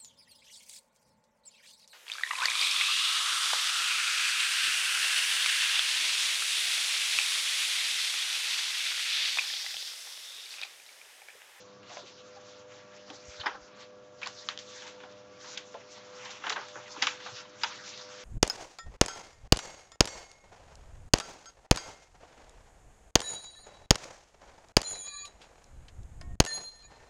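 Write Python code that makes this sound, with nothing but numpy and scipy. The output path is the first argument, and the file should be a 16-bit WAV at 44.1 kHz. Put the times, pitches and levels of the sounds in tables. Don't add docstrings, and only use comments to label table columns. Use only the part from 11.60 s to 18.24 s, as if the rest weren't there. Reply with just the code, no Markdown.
import sys
import numpy as np
from scipy import signal
from scipy.fft import rfft, irfft, next_fast_len
from scipy.io import wavfile
from scipy.ndimage import uniform_filter1d

SR = 44100
rng = np.random.default_rng(int(sys.argv[2]) if len(sys.argv) > 2 else 0)


def voltage_ratio(level):
    return 10 ** (np.asarray(level, float) / 20)


def generate_wav(signal):
    frames = np.transpose(np.atleast_2d(signal))
    scaled = np.clip(frames, -1, 1) * 32767
    pcm = np.round(scaled).astype(np.int16)
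    wavfile.write(sys.argv[1], SR, pcm)


N = 292806

# low_hz, high_hz
PARTS = [
    (760, 1597),
    (1560, 3570),
    (3500, 7370),
]


def unit(x):
    return x / np.sqrt(np.mean(x ** 2))


def band(x, lo_hz, hi_hz, order=2):
    return signal.sosfilt(signal.butter(order, [lo_hz, hi_hz], "band", fs=SR, output="sos"), x)


def walk(rate_hz):
    hold = int(SR / rate_hz)
    steps = np.repeat(rng.standard_normal(N // hold + 1), hold)
    smooth = uniform_filter1d(uniform_filter1d(steps, hold), hold)
    return 1.3 * smooth[:N]


def fibres(shape, rate_hz, spread_db):
    slips = rng.random(shape) < rate_hz / SR
    size = np.minimum(rng.exponential(size=shape), 4)
    return slips * rng.standard_normal(shape) * voltage_ratio(spread_db * size)


def shares(level_db, tilt_db, focus_db):
    return level_db - tilt_db - focus_db, level_db, level_db + tilt_db - focus_db


def hum():
    # multiple, level_db (rms)
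    tones = [(1, -75.5), (2, -73), (3, -71.5), (4, -72.5), (5, -56.5), (6, -60), (7, -72), (8, -82.5)]
    phase = 2 * np.pi * 100.08 * np.arange(N) / SR
    out = np.zeros(N)
    for multiple, level_db in tones:
        breath_db = min(2.1, 6 * voltage_ratio(-66 - level_db))
        level = np.sqrt(2) * voltage_ratio(level_db + breath_db * walk(6.9))
        out += level * np.sin(multiple * phase + 2 * np.pi * rng.random())
    return out


def fan():
    # pitch_hz, width_hz, level_db (rms)
    blurred = [(122.8, 15, -70), (203, 32, -68.5), (1151, 4.5, -68.5), (1375, 9.9, -70), (1650, 20, -75.5)]
    # pitch_hz, level_db (per Hz)
    air = [(30, -49.5), (60, -10), (110, -9), (165, -18.5), (250, 1), (450, 1), (800, -3), (1300, -5),
           (2000, -12.5), (4000, -14), (7000, -28.5)]
    tones = np.zeros(N)
    for hz, width, level_db in blurred:
        tone = band(rng.standard_normal(N), hz - width / 2, hz + width / 2, order=1)
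        tones += voltage_ratio(level_db) * unit(tone)
    hz, level_db = np.transpose(air)
    n = next_fast_len(N)
    pitches = np.fft.rfftfreq(n, 1 / SR)
    colour = voltage_ratio(np.interp(np.log(pitches + 1), np.log(hz), level_db))
    rush = irfft(rfft(rng.standard_normal(n)) * colour, n)[:N]
    return tones + voltage_ratio(-61) * unit(rush)


def puffs():
    # start_s, peak_db, pitch_hz, length_s
    gusts = [(1.671, -46.5, 72.6, 0.041), (1.787, -46, 95, 0.034), (1.923, -64, 50, 0.053),
             (2.004, -58, 59, 0.049), (5.712, -48, 120, 0.049)]
    out = np.zeros(N)
    for start, peak_db, hz, length in gusts:
        t = np.arange(int(length * SR)) / SR
        swell = np.sin(np.pi * t / length) ** 2
        cycles = np.sin(2 * np.pi * hz * t * (1 - 0.042 * t / length))
        i = int(start * SR)
        out[i:i + len(t)] += voltage_ratio(peak_db) * swell * cycles
    return out


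def strokes():
    # fastest_s, spread_s, level_db, tilt_db
    moves = [(.005, 0.022, -65, 6), (0.348, 0.054, -53.5, 3), (.47, 0.021, -59, 2.5), (.66, 0.18, -66, 4.5),
             (.89, 0.16, -62.5, 1.5), (1.161, 0.061, -58, 2.5), (1.35, 0.063, -63.5, 2),
             (1.531, 0.062, -61, 2.5), (1.749, 0.08, -56.5, 5), (1.9, .04, -62.5, 5.5),
             (2.192, 0.045, -58.5, 1), (2.62, 0.037, -64, 5), (2.831, 0.077, -57.5, 5.5),
             (3.141, 0.062, -58, 8), (3.25, 0.046, -58, -1), (3.42, 0.11, -64.5, 2), (3.59, 0.037, -67, 5),
             (3.905, 0.082, -54, 3), (4.19, 0.084, -63.5, 3.5), (4.339, 0.048, -67, 12),
             (4.67, 0.11, -53.5, 0), (4.88, 0.036, -47.5, -2), (5.041, 0.037, -52.5, 2),
             (5.28, 0.085, -57, 0), (5.448, 0.08, -49.5, 1), (5.66, .04, -55.5, 4.5),
             (5.778, 0.033, -53, 6), (6.11, 0.062, -50, 2), (6.34, 0.085, -54, 5.5),
             (6.581, 0.12, -53.5, 2)]
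    # time_s, level_db
    stir = [(0, -64.5), (1.0, -71), (2.0, -64.5), (2.45, -74.5), (3.0, -65), (3.7, -65), (4.4, -62),
            (5.2, -58.5), (5.9, -58), (6.64, -61.5)]
    focus_db = -0.7
    t = np.arange(N) / SR
    stir_db = np.interp(t, *np.transpose(stir))
    power = voltage_ratio(np.array(shares(stir_db, 1.5, focus_db))) ** 2
    for fastest, spread, level_db, tilt_db in moves:
        part_power = voltage_ratio(np.array(shares(level_db, tilt_db, focus_db))) ** 2
        speed = np.exp(-((t - fastest) / spread) ** 2)
        power = power + np.outer(part_power, speed)
    return np.sqrt(power)


def slide():
    slips = unit(fibres(N, 2500, 1.85))
    scrape = slips * 0.49 + rng.standard_normal(N)
    pressure = walk(30)
    out, sign = 0, 1
    for (lo, hi), gain in zip(PARTS, strokes()):
        edges = np.geomspace(lo, hi, 4)
        part = 0
        for lo_hz, hi_hz in zip(edges, edges[1:]):
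            sign = -sign
            swell_db = 2.0 * walk(14) + 2.76 * walk(45)
            part = part + sign * band(scrape, lo_hz, hi_hz) * voltage_ratio(swell_db)
        out = out + unit(part) * gain * voltage_ratio(1.24 * pressure)
    return out


def rings(table, detune_octaves, count):
    out = np.zeros(N + SR)
    t = np.arange(SR // 6) / SR
    chances = rng.uniform(-1.012, 1, (len(table), count))
    for (start, hz, level_db, t60), chance in zip(table, chances):
        pitches = hz * 2 ** (detune_octaves * chance)
        modes = np.sin(2 * np.pi * np.outer(pitches, t)).sum(axis=0) / np.sqrt(3 * count)
        onset = 1 - np.exp(-hz * t)
        i = int(start * SR)
        out[i:i + len(t)] += onset * voltage_ratio(level_db - 60 * t / t60) * modes
    return band(out[:N], 170, 9000)


def table_knocks():
    # start_s, pitch_hz, level_db
    knocks = [(.300, 810, -37), (.318, 842, -38), (.369, 720, -32.5), (1.503, 971, -39), (1.94, 653, -43),
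              (3.44, 700, -43), (4.146, 795, -32.5), (5.66, 647, -40.5), (0.431, 447, -43),
              (1.502, 413, -37), (1.862, 422, -34), (1.885, 524, -40.5), (3.434, 350, -45),
              (4.143, 571, -39), (4.845, 560, -39), (4.869, 414, -40), (4.896, 338, -55),
              (4.905, 563, -31.5), (4.930, 420, -46), (4.963, 295, -42.5), (4.974, 499, -35.5),
              (5.158, 424, -37.5), (5.374, 308, -39.5), (5.425, 350, -37.5), (5.47, 363, -46),
              (6.036, 574, -42)]
    table_t60_s = 0.16
    return rings([(*row, table_t60_s) for row in knocks], 0.503, count=9)


def taut_patches():
    # start_s, pitch_hz, level_db, t60_s
    patches = [(.765, 836, -45.5, 0.23), (1.501, 3190, -30, 0.02), (1.798, 4140, -33.5, 0.096),
               (1.807, 3910, -35, 0.082), (1.813, 3200, -27.5, 0.038), (1.861, 4990, -27, 0.056),
               (1.866, 2010, -19.5, 0.061), (2.63, 2363, -23.5, 0.066), (2.889, 4280, -21.5, 0.023),
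               (2.660, 4380, -29.5, 0.038), (2.9755, 3320, -26, 0.0093), (3.9735, 3700, -28, 0.015),
               (4.1425, 1680, -34, .012), (2.889, 1290, -21, 0.021), (4.925, 4270, -26, 0.045),
               (4.962, 2630, -35, 0.061), (5.4229, 4820, -12.5, .018), (5.4232, 3090, -6, 0.0043),
               (5.4232, 1920, -10.5, 0.0079), (5.436, 3120, -28, 0.052), (5.4684, 2770, -19, 0.0056),
               (5.4692, 5650, -17, 0.014), (5.475, 2440, -24, 0.089), (6.034, 5040, -16, 0.032),
               (6.036, 930, -27, 0.14), (6.044, 955, -31.5, .1)]
    return rings(patches, 0.12, count=3)


def buckles(table, focus_db):
    # t60_s, level_db
    tails = [
        (0.23, -0.5),
        (0.22, -3.5),
        (0.24, -5),
    ]
    out = np.zeros(N + SR)
    t = np.arange(SR // 4) / SR
    for start, level_db, tilt_db, release, rattle_db in table:
        life = max(release, 2e-4)
        slips = t / life * np.exp(-t / life) * fibres(len(t), 14000, 0.28)
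        rattle = rng.standard_normal(len(t)) * (1 - np.exp(-t / (0.00032 + life)))
        i = int(start * SR)
        for (lo, hi), part_db, (t60, tail_db) in zip(PARTS, shares(level_db, tilt_db, focus_db), tails):
            tail = unit(band(rattle * voltage_ratio(-60 * t / t60), lo, hi, order=4))
            burst = unit(band(slips, lo, hi, order=4)) + voltage_ratio(rattle_db + tail_db) * tail
            out[i:i + len(t)] += burst * voltage_ratio(part_db - 14.5)
    return out[:N]


def crumples():
    # start_s, level_db, tilt_db, release_s, rattle_db
    folds = [(.315, -58, 5, 0.012, 6), (1.796, -50.5, 1, 0.0054, 7), (1.833, -53.5, -13.5, 0.0035, 5),
             (1.857, -42, -14, .0017, 1), (1.943, -59, -21.5, 0.0056, -5.5), (2.19, -54, 4, 0.018, 4.5),
             (2.64, -56.5, 8, 0.011, -8), (2.663, -46, -12, .0041, -9.5), (3.265, -50.5, 1.5, 0.0027, 5.5),
             (3.432, -54.5, -11.5, 0.0044, -2.5), (4.376, -68, -16.5, 0.0025, -15),
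             (4.646, -58.5, 17, 0.0065, -12), (4.7, -49, 9, .0087, 0), (4.837, -48.5, -10.5, 0.0029, 3),
             (4.871, -55, -5, 0.0077, -19), (4.918, -36.5, -2, 0.0055, -4.5), (4.957, -41, -10, 0.0049, 3),
             (5.36, -60, -19, 0.0061, -5), (5.417, -29, 1, 0.01, -3.5), (5.6, -53, -2.5, 0.003, 6),
             (5.657, -50.5, -15.5, 0.011, -2.5), (6.011, -56, 5, 0.0034, 14),
             (6.041, -34.5, -6, 0.0024, -18), (6.233, -52.5, 9, 0.022, 6.5)]
    return buckles(folds, focus_db=4)


def snaps():
    # start_s, level_db, tilt_db, release_s, rattle_db
    sharp = [(.37, -49.5, -6, 0.00063, -15), (1.5, -48.5, 2.5, 0.0019, -9.5),
             (1.864, -35, -11, 0.0022, -0.5), (1.877, -45, -6, 0.0007, 3), (2.621, -46.5, -4.5, .0011, 0),
             (2.631, -46, 3, 0.0011, 7), (2.659, -47.5, 1, 0.0018, 4), (2.672, -47.5, 15.5, 0.00044, 0.5),
             (2.887, -34, 2, 0.00024, 0), (2.975, -46.5, 5.5, 0.00024, -7), (3.22, -51.5, 2, .0013, 7),
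             (3.973, -39.5, 7.5, 0.0025, -2.5), (4.142, -54, -8.5, 0.00056, -0.5),
             (4.656, -48, -1, .00091, 5.5), (4.866, -37, -8, 0.0017, 2), (4.894, -35, 10, 0.0028, -1),
             (4.902, -36, -8, 0.001, -2.5), (5.156, -59, -23.5, 0.00028, 3), (5.422, -27.5, 2, 0.0016, -2),
             (5.469, -29.5, 1.5, 0.00081, 1), (5.472, -31, -4.5, 0.0007, -16),
             (6.034, -30, -0.5, 0.0016, -2.5)]
    # start_s, level_db, tilt_db
    faint = [(.229, -61, 2), (0.293, -57, 3), (1.811, -67, -5), (2.615, -50.5, 0), (2.988, -52, 13.5),
             (3.235, -65, 4), (3.251, -66, 8), (3.276, -59, 15.5), (3.402, -56.5, -4), (3.844, -58.5, -8),
             (4.612, -65, 1), (5.083, -55, 9.5), (6.375, -62, 20)]
    release_s, rattle_db = 0.0011, 7
    ticks = [(*row, release_s, rattle_db) for row in faint]
    return buckles(sharp + ticks, focus_db=7)


def scene():
    room = hum() + fan()
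    sheet = puffs() + slide() + crumples() + snaps()
    ringing = table_knocks() + taut_patches()
    return (room + sheet + ringing)[None]


def band_limit(x):
    return signal.sosfilt(signal.butter(12, 8990, fs=SR, output="sos"), x)


def record(dry):
    t = np.arange(N) / SR
    clock_hz = 16000
    soft = signal.sosfilt(signal.butter(7, 7000, fs=SR, output="sos"), dry)
    sound = signal.sosfilt(signal.ellip(8, 0.3, 55, 7600, fs=SR, output="sos"), soft)
    mirror = band(sound * np.cos(2 * np.pi * clock_hz * t), 8400, 8950, order=6)

    def level_db(part):
        power = uniform_filter1d(band(dry, *part) ** 2, SR // 25)
        return 10 * np.log10(power + 1e-12)

    belly_db, treble_db = level_db(PARTS[0]), level_db(PARTS[2])
    needs_db, lead_db, shuts_db = -57.5, -2, -48
    margins_db = [treble_db - needs_db, treble_db - belly_db - lead_db, shuts_db - treble_db]
    gate = np.clip(np.min(margins_db, axis=0) / 2, 0, 1)
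    top = band(soft, 7600, 8400, order=6) * gate
    return band_limit(sound + voltage_ratio(-16.5) * mirror + voltage_ratio(-1.5) * top)


dry = scene()
out = record(dry)
generate_wav(out)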